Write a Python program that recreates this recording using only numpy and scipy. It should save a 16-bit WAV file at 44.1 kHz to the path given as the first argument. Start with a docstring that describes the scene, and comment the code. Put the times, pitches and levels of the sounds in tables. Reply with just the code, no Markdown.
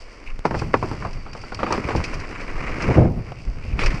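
"""Mountain bike over planks and a jump

From a camera microphone on the rider, close to the bike: wheels thump over a wooden deck and a narrow
plank ramp, rattle onto dirt, press through the lip of a jump, coast through the air and land in a spray
of grit. Chain and fittings clink, the freewheel ticks, a brake disc sings briefly against its pad
and wind buffets the microphone."""
import sys
import numpy as np
from scipy import signal
from scipy.fft import rfft, irfft, next_fast_len
from scipy.io import wavfile
from scipy.ndimage import uniform_filter1d, map_coordinates

SR = 44100
rng = np.random.default_rng(int(sys.argv[2]) if len(sys.argv) > 2 else 0)


def transcribe(signal):
    """Save signal, clipped to [-1, 1], as a 16-bit WAV file at the path in sys.argv[1]."""
    frames = np.atleast_2d(signal).T
    limited = np.clip(frames, -1, 1)
    pcm = np.round(limited * 32767).astype(np.int16)
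    wavfile.write(sys.argv[1], SR, pcm)


N = 176400


def amp(db):
    """Decibels to gain."""
    return 10 ** (np.asarray(db) / 20)


def unit(x):
    """x at rms 1."""
    return x / np.sqrt(np.mean(x ** 2) + 1e-20)


def curve(rows):
    """(s, value) points joined, one value per sample."""
    return np.interp(np.arange(N) / SR, *np.transpose(rows))


def wobble(rate):
    """A smooth random curve, rate knots a second."""
    return map_coordinates(rng.standard_normal(2048), [np.arange(N) * rate / SR], mode="wrap")


def coloured(x, points):
    """x through a causal filter with the given (Hz, dB) shape."""
    m = 2 * next_fast_len(len(x) // 2 + 4096)
    hz, db = np.transpose(points)
    shape = np.interp(np.log(np.fft.rfftfreq(m, 1 / SR) + 1), np.log(hz + 1), db)
    cep = irfft(np.log(amp(shape)), m)
    cep[1:m // 2] *= 2
    cep[m // 2 + 1:] = 0
    return irfft(rfft(x, m) * np.exp(rfft(cep)), m)[:len(x)]


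def noise(points):
    """Coloured noise of rms 1."""
    return unit(coloured(rng.standard_normal(N), points))


def fade(t, t60):
    """Exponential decay, 60 dB down after t60."""
    return np.exp(-np.log(1000) * t / max(t60, 1e-4))


def burst(envelope, points):
    """A cluster of tiny contacts under an envelope, coloured, with rms 1 at its loudest."""
    x = coloured(envelope * rng.choice([-1, 1], len(envelope)), points)
    loudest = uniform_filter1d(x * x, size=256).max()
    return x / np.sqrt(loudest)


def add(track, s, x):
    """Mix x into track from time s."""
    part = track[max(round(s * SR), 0):][:len(x)]
    part += x[:len(part)]


# Air on the microphone: buffeting, and the rush at the lip. Each row: time in seconds, level in dB.
BUFFET_LEVEL = [(0, -36.5), (.24, -36), (.35, -23.5), (.44, -37), (1.1, -31.5), (1.7, -38), (2.1, -21),
                (2.3, -33.5), (2.55, -24.5), (3.03, -24.5), (3.35, -41.5), (3.6, -27), (3.78, -30),
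                (3.87, -14.5), (4, -22)]
RUSH_LEVEL = [(2.78, -36), (2.86, -28.5), (2.906, -14.5), (2.94, -24), (2.982, -11), (3.057, -15.5),
              (3.085, -22), (3.12, -35), (3.17, -35.5), (3.24, -82)]
# Their spectra. Each row, as in every colour table: frequency in Hz, relative level in dB.
BUFFET_COLOUR = [(8, -7.5), (22, 4.5), (55, -12.5), (160, -32), (2000, -79.5)]
RUSH_COLOUR = [(24, -54), (40, -3.5), (118, 1), (350, -9.5), (569, -11.5), (817, -21.5), (2420, -50),
               (3900, -64), (6600, -100)]

def wind(buffet_gain_db=-2.5):
    """Slow eddies push on the microphone; at the lip of the jump they break into a tearing rush."""
    buffet = amp(curve(BUFFET_LEVEL) + buffet_gain_db + 0.45 * wobble(14)) * noise(BUFFET_COLOUR)
    rush_db = curve([(2.6, -100)] + RUSH_LEVEL + [(3.4, -100)])
    rush = amp(rush_db + 1.5 * wobble(110)) * noise(RUSH_COLOUR)
    return buffet + rush


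# Single eddies right on the microphone. Each row: centre in seconds, peak in dB, pitch in Hz.
EDDIES = [(3.49, -16, 39), (3.69, -20, 70), (3.74, -13.5, 45), (3.87, -11.5, 25), (3.943, -15.5, 140)]

def eddies():
    """Each eddy is one short, low swing of pressure."""
    out, t = np.zeros(N), np.arange(N) / SR
    for centre, db, hz in EDDIES:
        cycles = hz * (t - centre)
        out -= amp(db) * np.cos(2 * np.pi * cycles) * np.exp(-(1.27 * cycles) ** 2)
    return out


# A click's spectrum. Each row: frequency in Hz, relative level in dB.
CLICK_COLOUR = [(100, -1.5), (400, -14.5), (2000, -27.5), (7000, -37.5), (13000, -59)]

def click(start_s=.3925, peak_db=-20):
    """A single dry click close to the microphone."""
    impulse = np.zeros(N)
    impulse[round(start_s * SR)] = 1
    snap = coloured(impulse, CLICK_COLOUR)
    return amp(peak_db) * snap / np.abs(snap).max()


# Faint brake rubs down at the hub. 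Each row: start in seconds, level in dB.
DISC_RUBS = [(1.01, -55), (1.13, -55.5), (1.25, -55.5), (1.37, -53), (1.495, -53), (1.59, -50)]

def brake_disc(pitch_hz=4635, waver_hz=55, rub_s=.12):
    """The turning disc rings thinly, with a wavering pitch, each time it brushes the pad."""
    envelope = np.zeros(N)
    for start, db in DISC_RUBS:
        add(envelope, start, amp(db) * signal.windows.tukey(int(rub_s * SR), .8))
    phase = 2 * np.pi * np.cumsum(pitch_hz + waver_hz * wobble(400)) / SR
    return envelope * unit(amp(3.7 * wobble(120)) * np.sin(phase))


# The freewheel in the rear hub. Each row: time in seconds, ticks per second.
TICK_RATE = [(1.5, 50.6), (3.25, 58), (3.65, 75)]
# Grit and drivetrain below the rider. Each row: time in seconds, relative level in dB.
HISS_LEVEL = [(0, -52), (.3, -60.5), (.43, -61.5), (.47, -51.5), (.6, -46), (.72, -59.5), (.77, -48),
              (1.1, -53.5), (1.2, -56.5), (1.55, -52.5), (1.68, -49), (2.03, -48.5), (2.3, -54),
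              (2.9, -50.5), (3.08, -59), (3.77, -55.5), (3.86, -47.5), (4, -47.5)]
HISS_COLOUR = [(150, -33.5), (500, 6), (1700, -10.5), (2200, 1.5), (2750, 0), (3300, -9), (3900, -14.5),
               (4600, -0.5), (5600, -5.5), (6500, -15.5), (8000, -16), (13500, -48)]

def grit_and_freewheel(grains_per_s=460, grit_db=-6, tick_db=-5, gain_db=2.5):
    """Grit crackles under the tread over a fine hiss, and the freewheel ticks tooth by tooth."""
    grit = (rng.random(N) < grains_per_s / SR) * rng.choice([-1, 1], N)
    grit = grit * amp(5.5 * np.minimum(rng.exponential(size=N), 4))  # a few grains stand out
    teeth_passed = np.floor(np.cumsum(curve(TICK_RATE) * (1 + .04 * wobble(15))) / SR)
    strikes = np.diff(teeth_passed, prepend=0) * amp(3.7 * wobble(90))
    t = np.arange(SR // 40) / SR
    ticks = signal.fftconvolve(strikes, fade(t, t60=0.013) * rng.standard_normal(len(t)))[:N]
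    crackle = amp(grit_db) * unit(coloured(grit, HISS_COLOUR))
    ticking = amp(tick_db) * unit(coloured(ticks, HISS_COLOUR))
    envelope = amp(curve(HISS_LEVEL) + gain_db + 1.8 * wobble(22.6))
    return envelope * (noise(HISS_COLOUR) + crackle + ticking)


# Quiet rasps from the bike. Each row: start in seconds, length in seconds, level in dB.
RASPS = [(0.249, 0.069, -46), (3.347, 0.081, -48.5), (3.6, 0.16, -48)]
RASP_COLOUR = [(500, -20), (1700, -18), (2300, 3), (2700, 1), (3300, -21), (5000, -20.5), (9000, -36),
               (13000, -46)]

def rasps():
    """Tread and drivetrain rasp in short, grainy swells."""
    envelope = np.zeros(N)
    for start, length, db in RASPS:
        add(envelope, start, amp(db) * signal.windows.tukey(int(length * SR), .5))
    return envelope * amp(4.8 * wobble(180)) * noise(RASP_COLOUR)


# Gravel patches on the trail. Each row: start in seconds, level in dB.
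CRUNCHES = [(2.236, -37), (2.349, -34), (2.393, -35.5), (2.478, -35.5), (2.63, -38), (2.664, -30),
            (2.712, -31.5), (2.755, -44), (2.806, -29)]
CRUNCH_COLOUR = [(300, -15), (1100, 5), (2300, 9.5), (3300, -13), (8000, -25.5), (12000, -58)]

def gravel(attack_s=0.0032):
    """The tread crunches over each patch in a short cluster of uneven grains."""
    out, t = np.zeros(N), np.arange(SR // 8) / SR
    swell = (1 - np.exp(-t / attack_s)) * fade(t, t60=.09)
    for start, db in CRUNCHES:
        grains = swell * rng.exponential(size=len(t)) ** 2
        add(out, start, amp(db) * burst(grains, CRUNCH_COLOUR))
    return out


# Tyre roar and ground rumble from under the rider. Each row: time in seconds, relative level in dB.
ROAR_LEVEL = [(0, -48.5), (.22, -47.5), (.43, -52), (.48, -49.5), (.72, -45), (1.05, -44), (1.2, -50),
              (1.54, -46.5), (1.62, -40.5), (1.93, -33), (2.1, -36.5), (2.4, -38.5), (2.62, -36),
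              (2.92, -28.5), (3.1, -49), (3.5, -51), (3.77, -45.5), (3.83, -35), (4, -35)]
RUMBLE_LEVEL = [(.2, -58.5), (.43, -49), (.48, -34), (.57, -27), (.95, -32.5), (1.15, -38), (1.3, -42),
                (1.52, -39.5), (1.65, -39), (1.94, -30), (1.98, -18), (2.03, -35.5), (2.22, -36),
                (2.3, -39.5), (2.8, -35), (3.12, -26.5), (3.38, -39.5), (3.7, -30.5), (4, -29.5)]
DIRT_COLOUR = [(120, -45.5), (200, -1), (280, 4), (474, -0.5), (849, -8), (1050, -1), (1690, -7),
               (2240, -3), (2860, -13), (3410, -28.5), (5210, -22.5), (10700, -47), (13000, -109)]
RUMBLE_COLOUR = [(25, 3), (115, 7), (170, 0), (450, -16.5), (800, -19), (2000, -60.5)]

def tyres(roar_gain_db=0.5):
    """Knobbly tread roars unevenly while the ground and the frame rumble."""
    flutter_db = 2.2 * wobble(24.84) + 2.6 * wobble(220)
    roar = amp(curve(ROAR_LEVEL) + roar_gain_db + flutter_db) * noise(DIRT_COLOUR)
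    rumble = amp(curve(RUMBLE_LEVEL) + 3 * wobble(35)) * noise(RUMBLE_COLOUR)
    return roar + rumble


def stones(per_s=55, spread_db=11, gain_db=-6):
    """Small stones and ruts rattle the bike at random, harder as the tyres load up and roar."""
    jolts, t = np.zeros(N), np.arange(SR // 20) / SR
    count = int(per_s * N / SR)
    for k, (lag, size) in enumerate(rng.random((count, 2))):
        add(jolts, (k + 2 * lag) / per_s, amp(spread_db * size) * fade(t, t60=0.029))
    rattle = unit(coloured(jolts * rng.standard_normal(N), DIRT_COLOUR))
    return amp(curve(ROAR_LEVEL) + gain_db) * rattle


# Bright clinks, close by. Each row: start in seconds, relative level in dB, 60 dB decay in seconds.
CLINKS = [(0.4552, -25, 0.073), (0.5913, -27.5, 0.039), (1.1314, -33.5, 0.044), (1.332, -30.5, 0.042),
          (1.4154, -32.5, 0.069), (1.5458, -23, 0.038), (1.725, -16, 0.02), (1.9612, -26, 0.11),
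          (2.040, -20, 0.089), (2.14, -25.5, 0.065), (2.2004, -30.5, 0.049), (2.41, -34, 0.05),
          (2.822, -22, 0.067), (3.835, -20.5, 0.092), (3.86, -17, 0.081), (3.944, -32, 0.077)]
CLINK_COLOUR = [(300, -65), (2500, 21.5), (3500, 0), (4700, 15), (5700, 12), (6600, 1), (10000, -12.5),
                (14000, -66)]

def clinks(gain_db=-7.5):
    """Chain and fittings strike metal."""
    out, t = np.zeros(N), np.arange(SR // 5) / SR
    for start, db, t60 in CLINKS:
        add(out, start, amp(db + gain_db) * burst(fade(t, t60), CLINK_COLOUR))
    return out


# Clatter on the bike, close by. Each row: start in seconds, level in dB, 60 dB decay of the clatter
# in seconds, pitch of the struck part in Hz.
SLAPS = [(0.7351, -29, 0.018, 2100), (1.263, -36.5, 0.24, 1240), (1.437, -34, 0.067, 1346),
         (1.521, -28, 0.1, 1450), (1.590, -26, 0.25, 1136), (1.631, -16, 0.07, 1220),
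         (1.664, -25, 0.24, 1200), (1.705, -20, 0.15, 940), (1.723, -18, 0.19, 1144),
         (1.745, -30, 0.17, 740), (1.887, -19.5, 0.083, 1103), (1.906, -24, 0.2, 735),
         (3.319, -27, 0.03, 694), (3.7912, -21.5, 0.015, 2470), (3.835, -26, 0.077, 1140)]
SLAP_COLOUR = [(100, -13), (250, -6.5), (750, -10), (1250, -11), (1800, -21), (2500, -20.5), (3400, -35),
               (5000, -36.5), (13000, -72)]

def slaps(attack_s=0.00038, ring_db=2.5):
    """Chain, cables and frame clatter; each slap briefly rings the part that it hits."""
    out, t = np.zeros(N), np.arange(SR // 5) / SR
    rise = 1 - np.exp(-t / attack_s)
    for start, db, t60, hz in SLAPS:
        clatter = burst(rise * fade(t, t60), SLAP_COLOUR)
        ring = rise * fade(t, t60=.035) * np.sin(2 * np.pi * hz * t)
        add(out, start, amp(db) * (clatter + amp(ring_db) * ring))
    return out


# Touchdown beyond the jump. 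Each row: start in seconds, level in dB, attack and 60 dB decay in seconds.
LANDINGS = [(3.791, -23, 0.0004, 0.21), (3.808, -25, 0.023, 0.12), (3.860, -24.5, 0.0025, 0.052),
            (3.904, -31, 0.0031, 0.061)]
LANDING_COLOUR = [(150, -44), (250, 16.5), (586, 13), (740, 0), (1600, 10.5), (2300, 13.5), (3800, -4),
                  (4560, 0.5), (10200, -24.5), (13500, -87)]

def landing():
    """The tyres bite one after the other and scatter dirt."""
    out, t = np.zeros(N), np.arange(SR // 4) / SR
    for start, db, attack, t60 in LANDINGS:
        envelope = (1 - np.exp(-t / attack)) * fade(t, t60)
        add(out, start, amp(db) * burst(envelope, LANDING_COLOUR))
    return out


# Wheels striking boards and bumps just below the microphone. Each row: start in seconds,
# relative level in dB, weight of the thud in dB, 60 dB decay of the rattle in seconds.
KNOCKS = [(0.449, -20, -8, .04), (0.452, -4, -3, 0.095), (.509, -13.5, -0.5, 0.15), (.543, -14, -14, 0.02),
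          (.548, -13.5, 0, 0.12), (.619, -16.5, 5.5, 0.11), (0.7402, -0.5, -8, 0.086), (.826, -12, 0, 0.25),
          (.834, -17.5, 6.5, 0.053), (.913, -19.5, 8.5, 0.21), (1.023, -22, -1, 0.29),
          (1.049, -15.5, -3, 0.19), (1.35, -23, -2.5, 0.25), (1.63, -20.5, 7, 0.02),
          (1.778, -13.5, 6.5, 0.018), (1.95, -12.5, 9, 0.015), (2.91, -14.5, 1, 0.033)]
CLACK_COLOUR = [(60, -33.5), (200, -1.5), (400, 6.5), (700, 5.5), (1000, 8), (1400, 0), (2500, -11),
                (3400, -28.5), (5000, -23), (9000, -47), (14000, -85)]
THUD_COLOUR = [(30, -10), (110, -2.5), (300, -3), (500, -11), (2000, -62)]
# Resonances of boards and frame. Each row: frequency in Hz, width in Hz, relative level in dB.
BODY_MODES = [(111, 25, -12), (304, 18, 1), (455, 45, 9), (720, 67, 1), (900, 52, -5), (1120, 51, 8)]

def wheel_knocks(attack_s=.0003, gain_db=-8, rattle_db=-7, thud_db=-4, ring_db=-17.5):
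    """Each blow is a hard clack, a dying rattle, a low thud and a short ring of boards and frame."""
    out, t = np.zeros(N), np.arange(SR // 4) / SR
    rise = 1 - np.exp(-t / attack_s)
    for start, db, weight_db, rattle_t60 in KNOCKS:
        blow_and_rattle = fade(t, t60=.02) + amp(rattle_db) * fade(t, rattle_t60)
        clack = burst(rise * blow_and_rattle, CLACK_COLOUR)
        thud = amp(weight_db + thud_db) * burst(rise * fade(t, t60=0.12), THUD_COLOUR)
        ring = np.zeros(len(t))
        for k, (hz, width, mode_db) in enumerate(BODY_MODES):
            strength = (-1) ** k * amp(mode_db + 2 * rng.standard_normal())
            pitch = hz * rng.normal(1, 0.055)
            ring += strength * np.exp(-np.pi * width * t) * np.sin(2 * np.pi * pitch * t)
        add(out, start, amp(db + gain_db) * (clack + thud + amp(ring_db) * rise * ring))
    return out


def scene():
    """Everything reaches the one microphone from close by."""
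    impacts = wheel_knocks() + slaps() + clinks() + landing()
    rolling = tyres() + stones() + gravel() + rasps() + grit_and_freewheel() + brake_disc()
    return (impacts + rolling + click() + wind() + eddies())[None]


def record(dry, ceiling=.92, top_hz=13900):
    """The camera rounds off the highest peaks and cuts the top treble; the ends are eased."""
    rounded = dry / (1 + np.abs(dry / ceiling) ** 8) ** (1 / 8)
    eased = rounded * signal.windows.tukey(N, .002)
    lowpass = signal.butter(16, top_hz, fs=SR, output="sos")
    return signal.sosfiltfilt(lowpass, eased, padlen=2048)


dry = scene()
out = record(dry)
transcribe(out)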